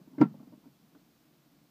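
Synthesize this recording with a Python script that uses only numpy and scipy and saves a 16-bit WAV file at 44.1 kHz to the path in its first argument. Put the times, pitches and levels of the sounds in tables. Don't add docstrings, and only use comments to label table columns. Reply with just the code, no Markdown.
import sys
import numpy as np
from scipy import signal
from scipy.fft import rfft, irfft
from scipy.io import wavfile

SR = 44100
rng = np.random.default_rng(int(sys.argv[2]) if len(sys.argv) > 2 else 0)


def unload_wav(signal):
    wavfile.write(
        sys.argv[1],
        SR,
        np.round(np.clip(np.atleast_2d(signal).T, -1, 1) * 32767).astype(np.int16),
    )


def amplitude_ratio(level_db):
    exponent = np.asarray(level_db, float) / 20
    return 10 ** exponent


N = 74970

# start_s, boom_db, boom_pitch_hz, boom_length_s, rattle_db
CONTACTS = [
    (0.18, -28.5, 280, 0.014, -49),
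    (0.197, -24.5, 240, 0.021, -48.5),
    (0.205, -22.5, 297, .010, -50),
    (0.2115, -9.5, 292, .0200, -28),
    (0.2299, -17.5, 234, .013, -44),
    (0.251, -26, 220.7, 0.012, -59.5),
    (.198, -27, 165, .022, -65),
]
# start_s, boom_db, boom_pitch_hz, boom_length_s, rattle_db
BUMPS = [(.000, -52, 285, 0.006, -79), (0.074, -46, 273, 0.012, -71.5), (0.111, -53.5, 235.3, 0.017, -81),
         (0.131, -45, 261, .014, -71), (0.146, -47, 250, 0.013, -67), (0.341, -48.5, 200, 0.013, -64.5),
         (.344, -49.5, 257.3, 0.018, -79), (.398, -58, 247, 0.0092, -59.5), (0.401, -43.5, 240, .014, -85),
         (.427, -47, 264, .011, -64), (.472, -44, 256, 0.013, -66), (0.522, -45.5, 240, 0.0095, -67),
         (.532, -45, 267, 0.012, -67), (.575, -48.5, 248, 0.0095, -80), (.636, -61, 260, 0.014, -67.5),
         (0.656, -52, 287, .010, -67), (.663, -46.5, 267, 0.017, -76), (0.68, -52.5, 248, 0.0094, -77),
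         (0.946, -56, 305.4, 0.011, -66.5), (0.953, -52, 290, 0.025, -72)]


def rms_one(x):
    return x / np.sqrt(np.mean(x ** 2) + 1e-20)


def at_hz(points, hz):
    table_hz, values = np.transpose(points)
    return np.interp(np.log(hz), np.log(table_hz), values)


def drift(rate_hz):
    pole = np.exp(-2 * np.pi * rate_hz / SR)
    wander = signal.lfilter([1], [1, -2 * pole, pole * pole], rng.standard_normal(N + SR))
    return rms_one(wander[SR:])


def ring(clicks, hz, t60_s):
    decay = amplitude_ratio(-60 / (t60_s * SR))
    turn = 2 * np.pi * hz / SR
    return signal.lfilter([0, np.sin(turn)], [1, -2 * decay * np.cos(turn), decay * decay], clicks + 1e-18)


def after(t, rise_s, t60_s):
    t = np.maximum(t, 0)
    return (1 - np.exp(-t / rise_s)) * amplitude_ratio(-60 * t / t60_s)


def booms():
    t, out = np.arange(N) / SR, 0
    for start_s, db, hz, length_s, _ in CONTACTS + BUMPS:
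        phase = np.interp((t - start_s) / length_s, [0, 0.33, 1], [0, 0.5, 1])
        swell = np.sin(np.pi * phase) ** 0.55
        out = out + amplitude_ratio(db) * swell * np.sin(2 * np.pi * hz * (t - start_s))
    return out


def pressure(rows):
    t, hold_share, out = np.arange(N) / SR, 0.9, 0
    for start_s, _, _, length_s, db in rows:
        progress = (t - start_s) / (hold_share * length_s)
        out = out + amplitude_ratio(db) * np.interp(progress, [0, 0.15, 0.6, 1], [0.0022, 1, 0.6, 0.00011])
    return out


def rattle(rows):
    clicks_per_s, spread_db, rattle_db = 4000, 4, -12.5
    # pitch_hz, level_db, t60_s
    lid_modes = [(426.8, -1, 0.069), (463, -7, 0.1), (547, -10.5, .06), (625.3, -5, 0.11), (680, -9.5, .06),
                 (741, -13, 0.087), (835, -10, 0.15), (933, -4, .07), (1073, -6, 0.05), (1357, -12, 0.088),
                 (1526, -10, 0.1), (1767, -21, .05), (2100, -12.5, 0.027), (2745, -27, 0.042)]
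    clicks = pressure(rows) * (rng.random(N) < clicks_per_s / SR)
    out = 0
    for hz, db, t60_s in lid_modes:
        sign = rng.choice([-1, 1], N)
        uneven = amplitude_ratio(db + rattle_db + spread_db * rng.standard_normal(N))
        out = out + ring(clicks * sign * uneven, hz, t60_s)
    return out


def crack(rows):
    crack_db, rise_s = -7, 0.0015
    # pitch_hz, density_db_per_hz
    colour = [(400, -13.5), (1200, -8), (2500, -18), (3300, -24), (4800, -22.5), (6700, -30.5), (9400, -56),
              (13300, -30)]
    # pitch_hz, t60_s
    decay = [(400, 0.16), (2000, 0.12), (6000, 0.041), (14000, 0.021)]
    t, out = np.arange(N) / SR, 0
    edges = 340 * 2 ** np.arange(0, 5.6, 0.5)
    for low, high in zip(edges, edges[1:]):
        hz = np.sqrt(low * high)
        band_pass = signal.butter(2, [low, high], "band", fs=SR, output="sos")
        band = signal.sosfilt(band_pass, rng.standard_normal(N))
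        t60_s = at_hz(decay, hz)
        fall = sum(amplitude_ratio(db) * after(t - start_s, rise_s, t60_s) for start_s, *_, db in rows)
        out = out + amplitude_ratio(at_hz(colour, hz) + crack_db + 16) * band * fall
    return out


def latch():
    # start_s, level_db, pitch_hz, t60_s
    ticks = [(.184, -50.5, 2106, 0.042), (.184, -63.5, 3904, .016), (.184, -66, 4720, 0.013),
             (.205, -60, 2950, .03), (.2135, -41.5, 4844, 0.023), (0.22, -50, 4402, .03),
             (.216, -56.5, 6280, .02), (0.952, -68, 1714, .03), (.986, -68, 4160, .025)]
    # start_s, level_db, pitch_hz, t60_s
    knocks = [(.182, -41.5, 610, .05), (.214, -34, 620, .06), (.214, -28, 933, .075),
              (.214, -34, 1073, .07), (.214, -35, 1357, 0.077), (0.212, -43, 1538, .07),
              (.216, -34, 412, .13), (.214, -39, 835, 0.076), (.341, -51, 545, 0.061),
              (.342, -59, 843, 0.057), (.396, -56, 1170, .028), (.403, -64, 1030, 0.025),
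              (.523, -56, 608, 0.098), (.524, -62, 1000, 0.057), (.657, -64, 680, .05),
              (.949, -63.5, 1200, 0.039), (.949, -64.5, 1474, 0.03)]
    t, out = np.arange(N) / SR, 0
    for start_s, db, hz, t60_s in ticks + knocks:
        out = out + amplitude_ratio(db) * after(t - start_s, 0.00068, t60_s) * np.sin(2 * np.pi * hz * (t - start_s))
    return out


def dash():
    push_rise_s, finger_db = 0.00098, -5
    # pitch_hz, level_db, t60_s
    dash_modes = [(100, -34, .2), (145.1, -13, .17), (165, -21.5, .15), (189.9, -21.5, 0.09),
                  (215, -9, 0.23), (262, -24, 0.083), (313, -17, 0.069), (340, -27, .13)]
    blows = [(start_s, db) for start_s, db, *_ in CONTACTS[:4]]
    blows += [(start_s, db + finger_db) for start_s, db, *_ in BUMPS]
    start_s, blow_db = np.transpose(blows)
    push = np.zeros(N)
    push[(start_s * SR).astype(int)] = amplitude_ratio(blow_db)
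    soft = np.exp(-1 / (push_rise_s * SR))
    push = signal.lfilter([1 - soft], [1, -soft], push + 1e-18)
    return sum(amplitude_ratio(db) * ring(push, hz, t60_s) for hz, db, t60_s in dash_modes)


def fingers():
    dull = signal.butter(2, 1300, fs=SR, output="sos")
    return amplitude_ratio(1.5) * signal.sosfilt(dull, rattle(BUMPS) + crack(BUMPS))


def hand():
    pitch_hz, width_hz, edge_db = 240, 110.3, -18.5
    # start_s, level_db
    friction = [(0, -64), (0.151, -64.5), (.3, -52.5), (.45, -57.5), (.6, -62.5), (.7, -72.5),
                (0.849, -70.5), (1.7, -82)]
    start_s, db = np.transpose(friction)
    low = ring(rng.standard_normal(N), pitch_hz, 3.2 / width_hz)
    low = rms_one(ring(low, 0.67 * pitch_hz, 2.7 / width_hz))
    edge = amplitude_ratio(edge_db) * rms_one(ring(rng.standard_normal(N), 600, 0.004))
    level_db = np.interp(np.arange(N) / SR, start_s, db) + 3.0 * drift(21)
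    return amplitude_ratio(level_db) * (low + edge)


def coloured(spectrum):
    top_cut_hz = 15320
    hz = np.fft.rfftfreq(N, 1 / SR) + 1
    bins = rfft(rng.standard_normal(N)) * amplitude_ratio(at_hz(spectrum, hz)) * (hz < top_cut_hz)
    return rms_one(irfft(bins, N))


def cabin():
    rumble_db, hiss_db = -67, -72
    # pitch_hz, density_db_per_hz
    rumble = [(26, -48.5), (45, -17), (113, -21), (137, -2.5), (246, -8), (286, -4), (403, -16), (700, -20),
              (910, -50), (1540, -120)]
    # pitch_hz, density_db_per_hz
    hiss = [(410, -27), (700, 0), (967, -4.5), (1060, -2.5), (1480, -6.5), (1600, -8), (4790, -9),
            (9740, -17.5), (15300, -9)]
    return amplitude_ratio(rumble_db + 0.707 * drift(10)) * coloured(rumble) + amplitude_ratio(hiss_db) * coloured(hiss)


def scene():
    lid = booms() + rattle(CONTACTS) + crack(CONTACTS) + latch()
    close = lid + dash() + fingers() + hand()
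    bass_cut = signal.butter(6, 128, "high", fs=SR, output="sos")
    mix = signal.sosfilt(bass_cut, close) + cabin()
    return mix[None, :]


def top_cut(x):
    return signal.sosfilt(signal.butter(12, 15690, fs=SR, output="sos"), x)


def record(dry):
    return top_cut(dry)


dry = scene()
out = record(dry)
unload_wav(out)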